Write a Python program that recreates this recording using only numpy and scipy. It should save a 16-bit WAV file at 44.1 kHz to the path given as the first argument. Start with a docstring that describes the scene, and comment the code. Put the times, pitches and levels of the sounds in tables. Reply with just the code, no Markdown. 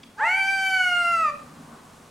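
"""A cat on a tiled roof yowls once at a rival: a harmonic series shaped by throat and mouth resonances.
The pitch leaps up, holds and sags as the mouth closes; a closed-mouth hum ends the call.
A second tone and a noise rasp join its rough start; a claw, a short noise burst, ticks on a tile before it.
Discrete reflections and a diffuse tail echo all of this off roof, wall and yard.
Behind, unechoed: shaped noise for the town's murmur, far traffic and a soft high rustle."""
import sys
import numpy as np
from scipy import signal
from scipy.fft import rfft, irfft
from scipy.io import wavfile

SR = 44100
rng = np.random.default_rng(int(sys.argv[2]) if len(sys.argv) > 2 else 0)


def generate_wav(signal):
    """Clip the signal to [-1, 1] and save it as 16-bit WAV at the path in sys.argv[1]."""
    frames = np.transpose(np.atleast_2d(signal))
    scaled = np.clip(frames, -1, 1) * 32767
    pcm = np.round(scaled).astype(np.int16)
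    wavfile.write(sys.argv[1], SR, pcm)


N = 92610


def amp(db):
    """Decibels to gain."""
    return 10 ** (np.asarray(db) / 20)


def unit(x):
    """Scale to rms 1."""
    return x / np.sqrt(np.mean(x ** 2))


def curves(table):
    """Each column after time_s, joined by straight lines in time."""
    time_s, *columns = np.array(table, float).T
    return [np.interp(np.arange(N) / SR, time_s, column) for column in columns]


def colour(table, hz):
    """Second column of a table, read on a log-frequency axis."""
    table_hz, level_db = np.array(table, float).T
    return np.interp(np.log(hz + 1), np.log(table_hz), level_db)


def noise(gain):
    """Noise with a gain for each frequency, rms 1."""
    spectrum = rfft(rng.standard_normal(N))
    return unit(irfft(spectrum * gain(np.fft.rfftfreq(N, 1 / SR)), N))


def resonant(bands):
    """Noise through parallel resonances, rms 1; band levels are relative."""
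    def gain(f):
        return sum(amp(level_db) / np.sqrt(width_hz) / (1 + ((f - centre_hz) / width_hz * 2) ** 2)
                   for centre_hz, width_hz, level_db in bands)
    return noise(gain)


def walk(rate_hz):
    """Smooth random motion up to about rate_hz, rms 1."""
    return noise(lambda f: 1 / (1 + (f / rate_hz) ** 4))


def gate(table, attack_s=0.015, release_s=0.012):
    """Opens from a table's first time, closes after its last."""
    t = np.arange(N) / SR
    opening = np.clip((t - table[0][0]) / attack_s, 0, 1)
    closing = np.clip(1 - (t - table[-1][0]) / release_s, 0, 1)
    return opening * closing


def spread(mid, side, width):
    """Left and right from a shared and an opposed part."""
    return mid + width * side * np.array([[1], [-1]])


# vocal folds: time_s, pitch_hz
FOLD_PITCH = [(.17, 355), (.19, 413), (.21, 525), (.235, 607.6), (.26, 676.6), (.3, 732), (.345, 761.8),
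              (.385, 781.3), (.42, 769.7), (.48, 778.9), (.53, 779.9), (.61, 771), (.69, 766.8), (.76, 753),
              (.84, 731), (.92, 711.3), (1.025, 698.7), (1.055, 689.3), (1.11, 688.5), (1.18, 664),
              (1.2, 655.6), (1.22, 653), (1.25, 622.6), (1.285, 593.6), (1.3, 586.5)]
# fold unsteadiness: time_s, roughness (0-1)
FOLD_ROUGHNESS = [(.17, .45), (.28, .35), (.38, .1), (.5, .04), (1.15, .04), (1.3, .12)]
# fold harmonics from the fundamental up: strength_db
FOLD_HARMONICS = [2.5, 4, 3.5, 1.5, -11.5, -1, -5.5, -2, -3.5, 0, -7, 0.5, -13, 1.5, -2, 0, -5, 1]
# fixed throat colour: freq_hz, level_db
THROAT_COLOUR = [(400, -8), (750, -4), (1100, 0), (1500, 0), (2300, -10), (3000, -9), (3600, -18),
                 (4150, -17), (4650, -12), (5200, -19), (6500, -20), (8500, -26), (11000, -29),
                 (12500, -34), (14000, -44)]
# effort and mouth: time_s, level_db, lower_hz, upper_hz, top_hz, treble_db
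MOUTH_SHAPE = [(.172, -60, 1420, 2080, 7560, 19), (.198, -41.5, 1605, 2170, 7600, -8.5),
               (.235, -35.5, 1820, 2800, 7500, -6), (.28, -31, 2028, 2530, 7500, -3.5),
               (.325, -32.5, 2170, 2470, 7500, 0), (.37, -31, 2178, 2600, 9250, -0.5),
               (.45, -29, 2194, 2690, 9730, 2), (.56, -30, 1988, 2480, 10150, 2),
               (.7, -28.5, 1970, 2730, 9580, 3), (.82, -27.5, 1962, 2690, 9240, -0.5),
               (.94, -31, 1656, 2800, 8600, 1), (1.1, -31.5, 1610, 2645, 8280, 0.5),
               (1.2, -36.5, 1400, 2650, 8000, 2.5), (1.275, -38, 1210, 2450, 7700, 0.5),
               (1.3, -41, 1160, 2386, 7540, 1)]
LOWER_WIDTH_HZ, UPPER_WIDTH_HZ, TOP_WIDTH_HZ = 224, 221, 226
LOWER_PEAK_DB, UPPER_PEAK_DB, TOP_PEAK_DB = 15.5, 10, 8.5
WAVER, JITTER = 0.00076, 0.0067  # rms fractions of pitch; jitter at roughness 1
SHIMMER = 0.21  # rms fraction of amplitude at roughness 1
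AIR_DB = -24.5


def yowl():
    """Fold harmonics filtered by throat and three moving mouth resonances, plus air pulsed once a cycle."""
    (pitch_hz,), (roughness,) = curves(FOLD_PITCH), curves(FOLD_ROUGHNESS)
    level_db, lower_hz, upper_hz, top_hz, treble_db = curves(MOUTH_SHAPE)
    unsteadiness = WAVER * walk(22) + JITTER * roughness * walk(230)
    phase = 2 * np.pi * np.cumsum(pitch_hz * (1 + unsteadiness)) / SR
    resonances = [(lower_hz, LOWER_WIDTH_HZ, LOWER_PEAK_DB),
                  (upper_hz, UPPER_WIDTH_HZ, UPPER_PEAK_DB),
                  (top_hz, TOP_WIDTH_HZ, TOP_PEAK_DB)]
    voice = np.zeros(N)
    for k, strength_db in enumerate(FOLD_HARMONICS, 1):
        hz = k * pitch_hz
        mouth_db = sum(peak_db / (1 + ((hz - centre_hz) / width_hz) ** 2)
                       for centre_hz, width_hz, peak_db in resonances)
        treble_share = np.clip((hz - 3000) / 1500, 0, 1)
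        flicker_db = treble_share * (treble_db + 2 * walk(9.3))
        harmonic_db = strength_db + colour(THROAT_COLOUR, hz) + mouth_db + flicker_db
        voice += amp(harmonic_db) * np.sin(k * phase)
    air_bands = [(940, 250, -16.5), (1900, 350, -2), (2740, 240, -6)]  # centre_hz, width_hz, level_db
    air = amp(AIR_DB) * resonant(air_bands) * (1 + np.cos(phase))
    shimmer = 1 + SHIMMER * roughness * walk(320)
    return (voice * shimmer + air) * amp(level_db) * gate(MOUTH_SHAPE)


# breathy rasp as the mouth opens: time_s, level_db
RASP_LEVEL = [(.17, -70), (.21, -60.5), (.26, -50.5), (.31, -53), (.37, -76)]
# rasp resonances: centre_hz, width_hz, level_db
RASP_RESONANCES = [(3800, 1100, -6), (6000, 620, -6), (7860, 850, -4), (11800, 700, -19)]


def rasp():
    """Turbulence in the open mouth at the start of the call: resonant noise."""
    (level_db,) = curves(RASP_LEVEL)
    return amp(level_db + 2 * walk(70)) * gate(RASP_LEVEL) * resonant(RASP_RESONANCES)


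def tone(table, waver, flutter, octave_db):
    """Unsteady sine and its octave; waver and flutter are rms fractions of pitch and amplitude."""
    pitch_hz, level_db = curves(table)
    phase = 2 * np.pi * np.cumsum(pitch_hz * (1 + waver * walk(68))) / SR
    wave = np.sin(phase) + amp(octave_db) * np.sin(2 * phase)
    return amp(level_db) * gate(table) * (1 + flutter * walk(90)) * wave


# second tone: time_s, pitch_hz, level_db
SECOND_PITCH_LEVEL = [(.155, 873, -54), (.195, 865, -37), (.215, 879, -21), (.238, 879, -19),
                      (.27, 890.4, -25), (.32, 862.5, -27.5), (.38, 886, -36), (.46, 826, -46)]


def second_tone():
    """Nearly pure tone beside the rough start of the yowl."""
    return tone(SECOND_PITCH_LEVEL, waver=0.0218, flutter=0.19, octave_db=-41)


# closed-mouth hum: time_s, pitch_hz, level_db
HUM_PITCH_LEVEL = [(1.29, 608.3, -48), (1.35, 583.6, -38), (1.38, 574, -50.5), (1.42, 544, -52.5)]


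def hum():
    """The call dies away with the mouth closed: fundamental and strong octave."""
    return tone(HUM_PITCH_LEVEL, waver=0.012, flutter=0.3, octave_db=-1)


# tile ring: centre_hz, width_hz, level_db
TILE_RESONANCES = [(2450, 700, -3), (3450, 300, 0), (4900, 300, -6), (5500, 3000, -10)]
CLAW_START_S, CLAW_HOLD_S, CLAW_DECAY_S = 0.0322, 0.005, 0.003
CLAW_DB = -44


def claw():
    """A claw catches on a tile and drags for an instant: resonant noise, held, then decaying."""
    age_s = np.arange(N) / SR - CLAW_START_S
    decay = np.exp(-np.maximum(age_s - CLAW_HOLD_S, 0) / CLAW_DECAY_S)
    return amp(CLAW_DB) * resonant(TILE_RESONANCES) * (age_s > 0) * decay


# reflections off roof and wall: delay_s, left_db, right_db
REFLECTIONS = [(.0088, -14.5, -17.5), (.01977, -20, -18.5), (.03768, -17, -17.5)]
# diffuse yard echo: centre_hz, level_db, t60_s
DIFFUSE_ECHO = [(400, -0.5, 0.27), (765, -12, 0.62), (1350, -11, 0.44), (2600, -4, 0.39), (4000, -6.5, 0.6),
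                (7800, -10, 0.083), (14000, -37, 0.17)]
DIFFUSE_WIDTH = 0.64
PAN_DB = -0.4  # direct sound, left minus right


def yard(x):
    """Direct sound, distinct reflections and a diffuse noise tail with a decay time per band."""
    t, f = np.arange(N) / SR, np.fft.rfftfreq(N, 1 / SR)
    tail_noise = spread(rng.standard_normal(N), rng.standard_normal(N), DIFFUSE_WIDTH)
    tail_spectrum = rfft(tail_noise) / np.hypot(1, DIFFUSE_WIDTH)
    build = np.clip((t - 0.006) / 0.024, 0, 1)
    log_centres = np.log([row[0] for row in DIFFUSE_ECHO])
    response = np.zeros((2, N))
    # each row of the identity makes one crossfaded band
    for (_, level_db, t60_s), share in zip(DIFFUSE_ECHO, np.eye(len(DIFFUSE_ECHO))):
        fade = build * np.exp(-np.log(1000) * t / t60_s)
        band = np.interp(np.log(f + 1), log_centres, share)
        response += amp(level_db) * irfft(tail_spectrum * band, N) * fade / np.sqrt(np.sum(fade ** 2))
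    response[:, 0] += amp([PAN_DB / 2, -PAN_DB / 2])
    for delay_s, left_db, right_db in REFLECTIONS:
        response[:, int(round(delay_s * SR))] += amp([left_db, right_db])
    return signal.fftconvolve(x[None], response, axes=1)[:, :N]


# far traffic: time_s, drone_db, rush_db
TRAFFIC_LEVEL = [(0, -56.5, -72), (.5, -59.5, -62), (1, -54.5, -71), (1.4, -51, -57), (1.58, -47, -55),
                 (1.73, -53.5, -49.5), (1.92, -52, -56), (2.1, -59.5, -58)]
# drone resonances: centre_hz, width_hz, level_db
DRONE_RESONANCES = [(155.8, 24, -2), (233.2, 33, -1.5), (279.5, 65, -6.5)]
# rush resonances: centre_hz, width_hz, level_db
RUSH_RESONANCES = [(770, 570, 1.5), (1113, 210, -0.5), (1490, 123, -8)]


def traffic():
    """Far traffic: a low noise drone, fluctuating in level, and a wider, higher rush."""
    drone_db, rush_db = curves(TRAFFIC_LEVEL)
    drone = spread(resonant(DRONE_RESONANCES), resonant(DRONE_RESONANCES), 0.06)
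    rush = spread(resonant(RUSH_RESONANCES), resonant(RUSH_RESONANCES), 0.44)
    return amp(drone_db + 0.67 * walk(24)) * drone + amp(rush_db) * rush


# town spectrum: freq_hz, density_db (relative, per Hz)
TOWN_COLOUR = [(20, -15), (40, -16), (90, -8), (140, -9.5), (250, -11), (430, -11.5), (700, -14),
               (1100, -15.5), (2300, -21.5), (5000, -27.5), (9000, -28), (11000, -32.5), (13000, -37),
               (15500, -38)]
# murmur swell: time_s, level_db
MURMUR_SWELL = [(0, -0.5), (.13, -2), (.5, 1.5), (1.2, 2), (1.6, 1.5), (2.1, 0)]
TOWN_DB = -52.5


def town():
    """Outdoor murmur: coloured noise, swelling slightly, stereo mainly in the middle band."""
    (swell_db,) = curves(MURMUR_SWELL)

    def mid_gain(f):
        return amp(colour(TOWN_COLOUR, f))

    def side_gain(f):
        return mid_gain(f) / (1 + (170 / (f + 1)) ** 3) / (1 + (f / 7000) ** 6)

    return amp(TOWN_DB + swell_db) * spread(noise(mid_gain), noise(side_gain), 0.33)


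# high rustle: time_s, level_db
RUSTLE_LEVEL = [(0, -70), (.15, -76), (1.3, -72), (1.4, -62), (1.5, -68), (1.62, -64), (1.78, -67),
                (1.92, -62), (2.1, -66)]


def rustle():
    """Soft high rustle: treble noise, fluctuating in level."""
    (level_db,) = curves(RUSTLE_LEVEL)
    hiss = noise(lambda f: f / (f + 6000) / (1 + (f / 10500) ** 12))
    return amp(level_db + 1.1 * walk(15)) * hiss


def scene():
    """Cat and claw echoed by the yard, over the town."""
    on_roof = yowl() + rasp() + second_tone() + hum() + claw()
    return yard(on_roof) + traffic() + town() + rustle()


def record(dry):
    """The recorder cuts the top: steep elliptic low-pass at 15900 Hz."""
    return signal.sosfilt(signal.ellip(10, 0.1, 80, 15900, fs=SR, output="sos"), dry)


dry = scene()
out = record(dry)
generate_wav(out)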